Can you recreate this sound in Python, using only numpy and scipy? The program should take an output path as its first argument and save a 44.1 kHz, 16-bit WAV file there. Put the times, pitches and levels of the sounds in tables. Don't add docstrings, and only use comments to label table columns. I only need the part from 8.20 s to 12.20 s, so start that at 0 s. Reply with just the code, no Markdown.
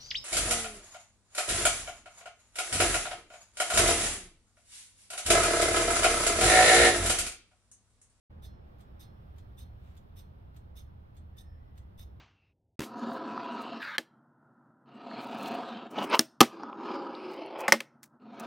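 import sys
import numpy as np
from scipy import signal
from scipy.fft import rfft, irfft
from scipy.io import wavfile
from scipy.ndimage import uniform_filter1d

SR = 44100
rng = np.random.default_rng(int(sys.argv[2]) if len(sys.argv) > 2 else 0)


def put_to_file(sound):
    columns = np.atleast_2d(sound).T
    safe = np.clip(columns, -1, 1)
    whole_steps = np.round(safe * 32767)
    wavfile.write(sys.argv[1], SR, whole_steps.astype(np.int16))


N = 176400

# (start [s], level [dB], length [s], free ring [dB], squeak [dB], singing mode [dB])
SCRAPES = [(0.218, -1.5, 0.046, 6.5, 1.5, 6), (0.791, -1, 0.048, 3.5, -11, 4),
           (1.368, -1, 0.059, 1, 0.5, -4), (1.955, -0.5, 0.055, -2, -3, -9),
           (2.552, -0.5, 0.056, -5, -0.5, -3), (3.161, -1.5, 0.053, -5, -0.5, 6),
           (3.773, -1, 0.058, -5, -2.5, -6.5)]
ATTACK_S = 0.0033


def scrapes(t):
    # (frequency [Hz], level [dB])
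    rasp = [(300, -67), (1500, -61), (3000, -57.5), (5500, -70), (7000, -93), (8400, -69), (9500, -78),
            (10500, -63), (13400, -56), (15500, -62)]
    touch_db, leave_db, peak_share, release_s = -17, -6.5, 0.35, 0.0085
    pressure = 0
    for start, db, length, *_ in SCRAPES:
        age = t - start
        press_db = np.interp(age / length, [0, peak_share, 1], [touch_db, 0, leave_db])
        release = np.exp(-np.maximum(age - length, 0) / release_s)
        pressure += undb(db + press_db) * np.clip(age / ATTACK_S, 0, 1) * release
    metal = undb(-0.86) * pinched_disc(friction(pressure)[0], firm=True)
    return metal + colour(friction(pressure), rasp)


def squeak(t):
    start_hz, rise_hz_per_s, width_hz = 3460, 5330, 240
    peak_s, spread_s = 0.027, 0.011
    chirps = 0
    for start, _, _, _, db, _ in SCRAPES:
        age = t - start
        swell = np.clip(age / ATTACK_S, 0, 1) * np.exp(-.5 * ((age - peak_s) / spread_s) ** 2)
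        cycles = (start_hz + rise_hz_per_s * age / 2) * age
        chirps += undb(db) * swell * np.exp(2j * np.pi * cycles)
    roughness = 0.43 + 0.56 * phasor_walk(width_hz)
    side_phase = np.array([[1.1], [0]])
    return undb(-57) * pan(db=-2) * np.real(chirps * roughness * np.exp(1j * side_phase))


def brushes(t):
    # (time of the tick [s], level [dB])
    ticks = [(0.603, 0.5), (1.179, 1), (1.765, 0), (2.362, 1.5), (2.965, -0.5), (3.575, 0.5)]
    # (frequency [Hz], level [dB])
    rasp = [(300, -75), (2000, -60.5), (4000, -63), (5000, -69.5), (7500, -74.5), (9800, -76.5),
            (13200, -64.5), (15500, -74)]
    graze_lead_s, graze_db, bite_s, decay_s = 0.0214, -8.5, 0.0044, 0.012
    graze, catch = 0, 0
    for tick, db in ticks:
        age = t - tick
        fade = undb(db) * np.exp(-np.maximum(age - ATTACK_S, 0) / decay_s)
        graze += fade * undb(graze_db) * np.clip((age + graze_lead_s) / ATTACK_S, 0, 1)
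        catch += fade * np.clip((age + bite_s - ATTACK_S) / bite_s, 0, 1)
    metal = undb(1.5) * pinched_disc(friction(catch)[0], firm=False)
    return metal + colour(friction(graze + catch), rasp), catch


def friction(pressure):
    grain_hz, grain_db, specks_per_s, speck_db = 496.4, 2.5, 300, 16.5
    specks = 1 + undb(speck_db) * (rng.random(N) < specks_per_s / SR)
    grit = undb(grain_db * walk(grain_hz)) * specks
    return pressure * grit / np.sqrt(np.mean(grit ** 2)) * rng.standard_normal((2, N))


def pinched_disc(force, firm):
    # (frequency [Hz], scrape level [dB], brush level [dB], left minus right [dB])
    resonances = [(778, -45, -56, -6), (1265, -50, -67, 5), (2104, -52, -70, -3), (2620, -54, -72, -8),
                  (2950, -49, -71, -7), (3230, -49, -55, -9), (3440, -56, -47, -7), (3530, -39, -57, -6),
                  (3730, -40, -55, -12), (3850, -47, -58, -7), (4230, -49, -55, -8), (4875, -47, -63, -2),
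                  (4975, -48, -66, -4), (5100, -46, -56, -3), (5390, -50, -68, -2), (5490, -48, -58, -3),
                  (5790, -47, -58, -2), (5985, -49, -62, -4), (6040, -53, -66, 2), (6270, -49, -63, -1),
                  (6420, -48, -59, -4), (6545, -47, -55, -2), (6900, -71, -54, -5), (7070, -71, -58, -4),
                  (7350, -61, -67, -11), (7600, -59, -72, -11), (7950, -59, -61, -5), (8165, -54, -56, -3),
                  (8345, -46, -56, -1), (8490, -52, -56, -1), (8690, -46, -70, 2), (8890, -57, -72, 8),
                  (9340, -65, -59, 8), (9460, -55, -72, 8), (10060, -48, -69, 7), (10560, -48, -64, 6),
                  (10830, -50, -62, 5), (11180, -51, -70, 4), (11700, -55, -73, -12), (11910, -46, -67, 5),
                  (12090, -48, -68, -2), (12630, -47, -64, -1), (14080, -51, -69, 6)]
    t60_s, reference_hz = 0.062, 4900
    modes = [(hz, t60_s * (reference_hz / hz) ** 0.35, scrape_db if firm else brush_db, pan_db)
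             for hz, scrape_db, brush_db, pan_db in resonances]
    return ring(force, modes)


def free_disc(t, catch):
    # (frequency [Hz], T60 [s], level [dB])
    free_modes = [(1744, .2, -50), (1927, .4, -50), (2077, .4, -52), (3180, .2, -52), (3390, .4, -43),
                  (3820, .15, -50), (4186, .28, -38.5), (4608, .12, -52), (4872, .16, -48),
                  (4979, .12, -52), (5474, .16, -52), (5785, .14, -57), (5975, .22, -47), (6332, .17, -50),
                  (6465, .13, -54), (8209, .11, -56), (8345, .13, -53), (9458, .11, -53), (9921, .11, -59)]
    sing_hz, sing_t60_s, sing_db = 5313, 0.73, -42
    let_go_share, snap_db, stir_db, pan_db = .68, 26.5, -12, -4.5
    ping_force = sing_force = friction(undb(stir_db) * catch)[0]
    for start, _, length, ping_force_db, _, sing_force_db in SCRAPES:
        released = 1. * (t > start + let_go_share * length)
        snap = undb(snap_db) * np.diff(released, prepend=0)
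        ping_force = ping_force + undb(ping_force_db) * snap
        sing_force = sing_force + undb(sing_force_db) * snap
    ping = ring(ping_force, [(*mode, pan_db) for mode in free_modes], phase_spread=np.pi / 3)
    sing = ring(sing_force, [(sing_hz, sing_t60_s, sing_db, pan_db)], phase_spread=np.pi / 3)
    return ping + sing * (1 + .5 * walk(rate_hz=30))


def ring(force, modes, phase_spread=np.pi):
    t = np.arange(SR // 2) / SR
    phases = rng.uniform(-phase_spread, phase_spread, (len(modes), 2, 1))
    response = 0
    for (hz, t60_s, db, pan_db), phase in zip(modes, phases):
        decay = np.log(1000) / t60_s
        gain = pan(pan_db) * undb(db) * 2 * decay / SR
        onset = 1 - np.exp(-t * hz / 2)
        response += gain * onset * np.exp(-decay * t) * np.sin(2 * np.pi * hz * t + phase)
    return signal.fftconvolve(force[None], response, axes=1)[:, :N]


def workshop(direct):
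    t60_s, build_s, tail_db = 0.19, 0.013, -13
    t = np.arange(SR // 2) / SR
    envelope = np.exp(-np.log(1000) * t / t60_s) * (1 - np.exp(-t / build_s))
    tail = rng.standard_normal((2, len(t))) * envelope
    tail /= np.sqrt(np.sum(tail ** 2, axis=1, keepdims=True))
    return direct + undb(tail_db) * signal.fftconvolve(direct, tail, axes=1)[:, :N]


def rumble(t):
    # (frequency [Hz], level [dB])
    mid_spectrum = [(12, -33), (25, -36.5), (38, -27), (50, -30), (64, -25), (80, -23.5), (95, -27.5),
                    (120, -30), (145, -37.5), (190, -38.5), (260, -47.5), (450, -54), (750, -57),
                    (1200, -63.5), (2200, -72.5), (3400, -77), (5000, -88), (7000, -95), (15500, -110)]
    # (frequency [Hz], level [dB])
    side_spectrum = [(12, -40.5), (30, -37), (70, -47.5), (120, -47), (200, -50), (300, -49), (430, -52.5),
                     (550, -50.5), (800, -52), (1000, -56.5), (1300, -57), (1600, -62), (2300, -72),
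                     (3400, -74.5), (5000, -83), (7000, -95.5), (15500, -110)]
    # (frequency [Hz], level [dB])
    hum_tones = [(64.8, -57.5), (79.5, -58.5)]
    # (time [s], bass level [dB], midrange level [dB])
    levels = [(.1, -2, 2), (.85, -5, 2.5), (1.1, -0.5, 1.5), (1.7, -1.5, 0.5), (2.4, -1.5, 0),
              (3.0, -1, -1), (4, -1.5, -1)]
    split_hz, hum_waver, right_delay_s = 128, 0.49, 0.00044
    mid = colour(rng.standard_normal(N), mid_spectrum)
    side = colour(rng.standard_normal(N), side_spectrum)
    noise = np.array([mid + side, mid - side])
    bass = signal.sosfiltfilt(signal.butter(2, split_hz, fs=SR, output="sos"), noise)
    hum = 0
    for hz, db in hum_tones:
        waver = 1 + hum_waver * (walk(rate_hz=5.14) + 1j * walk(rate_hz=4.88))
        hum += undb(db) * np.sqrt(2) * np.real(waver * np.exp(2j * np.pi * hz * t))
    left, right = bass + hum
    low = np.array([left, np.interp(t - right_delay_s, t, right)])
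    return low * curve(levels) * pan(db=-1) + (noise - bass) * curve(levels, column=2) * pan(db=-2.5)


def hiss(t):
    # (frequency [Hz], level [dB])
    hiss_spectrum = [(1000, -73.5), (3500, -71), (4500, -80), (5400, -80.5), (6100, -90), (7500, -99.5),
                     (8900, -82.5), (10100, -91.5), (12200, -80), (15500, -80.5)]
    # (time [s], level [dB])
    levels = [(.1, -4.5), (.41, -6.5), (.48, -0.5), (.7, -1), (1.1, 1), (1.55, 0), (1.68, 3), (1.85, -1),
              (2.3, -2.5), (2.85, -3.5), (3.5, -3), (4, -3.5)]
    # (frequency [Hz], level [dB])
    swish_spectrum = [(1500, -65), (3600, -69), (5000, -77.5), (7000, -77), (8800, -79), (11000, -90),
                      (15500, -95)]
    swish_s, spread_s = 1.686, 0.05
    swell = undb(1) * np.exp(-.5 * ((t - swish_s) / spread_s) ** 2)
    wide = colour(rng.standard_normal((2, N)), hiss_spectrum) * curve(levels) * pan(db=0.5)
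    return wide + colour(swell * rng.standard_normal((2, N)), swish_spectrum)


def flutter(t):
    # (start [s], end [s], frequency [Hz], level [dB])
    spells = [(3.13, 3.392, 1797, -76.5), (3.36, 3.664, 1954, -82)]
    width_hz, fade_s = 190, 0.014
    tone = 0
    for start, end, hz, db in spells:
        gate = np.clip(np.minimum(t - start, end - t) / fade_s, 0, 1)
        waver = np.array([phasor_walk(width_hz) for _ in range(2)])
        tone += undb(db) * gate * np.real(waver * np.exp(2j * np.pi * hz * t))
    return tone


def undb(db):
    return 10 ** (np.asarray(db) / 20)


def pan(db):
    return undb(np.array([[db], [-db]]) / 2)


def curve(table, column=1):
    rows = np.array(table)
    return undb(np.interp(np.arange(N) / SR, rows[:, 0], rows[:, column]))


def colour(x, points):
    hz, db = np.array(points).T
    bin_hz = np.maximum(np.arange(N // 2 + 1) * SR / N, 1)
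    return irfft(rfft(x) * undb(np.interp(np.log(bin_hz), np.log(hz), db)), N)


def walk(rate_hz):
    hold = max(int(SR / rate_hz), 1)
    steps = np.repeat(rng.standard_normal(N // hold + 1), hold)
    return 1.2 * uniform_filter1d(steps, hold)[:N]


def phasor_walk(rate_hz):
    return walk(rate_hz) + 1j * walk(rate_hz)


def scene():
    t = np.arange(N) / SR
    brushing, catch = brushes(t)
    brake = scrapes(t) + squeak(t) + brushing + free_disc(t, catch)
    return workshop(brake) + rumble(t) + hiss(t) + flutter(t)


def record(dry):
    silence_s, fade_s, cutoff_hz = 0.0966, 0.0091, 15750
    opening = np.clip((np.arange(N) / SR - silence_s) / fade_s, 0, 1)
    return signal.sosfilt(signal.ellip(10, .1, 70, cutoff_hz, fs=SR, output="sos"), dry * opening)


dry = scene()
out = record(dry)
put_to_file(out)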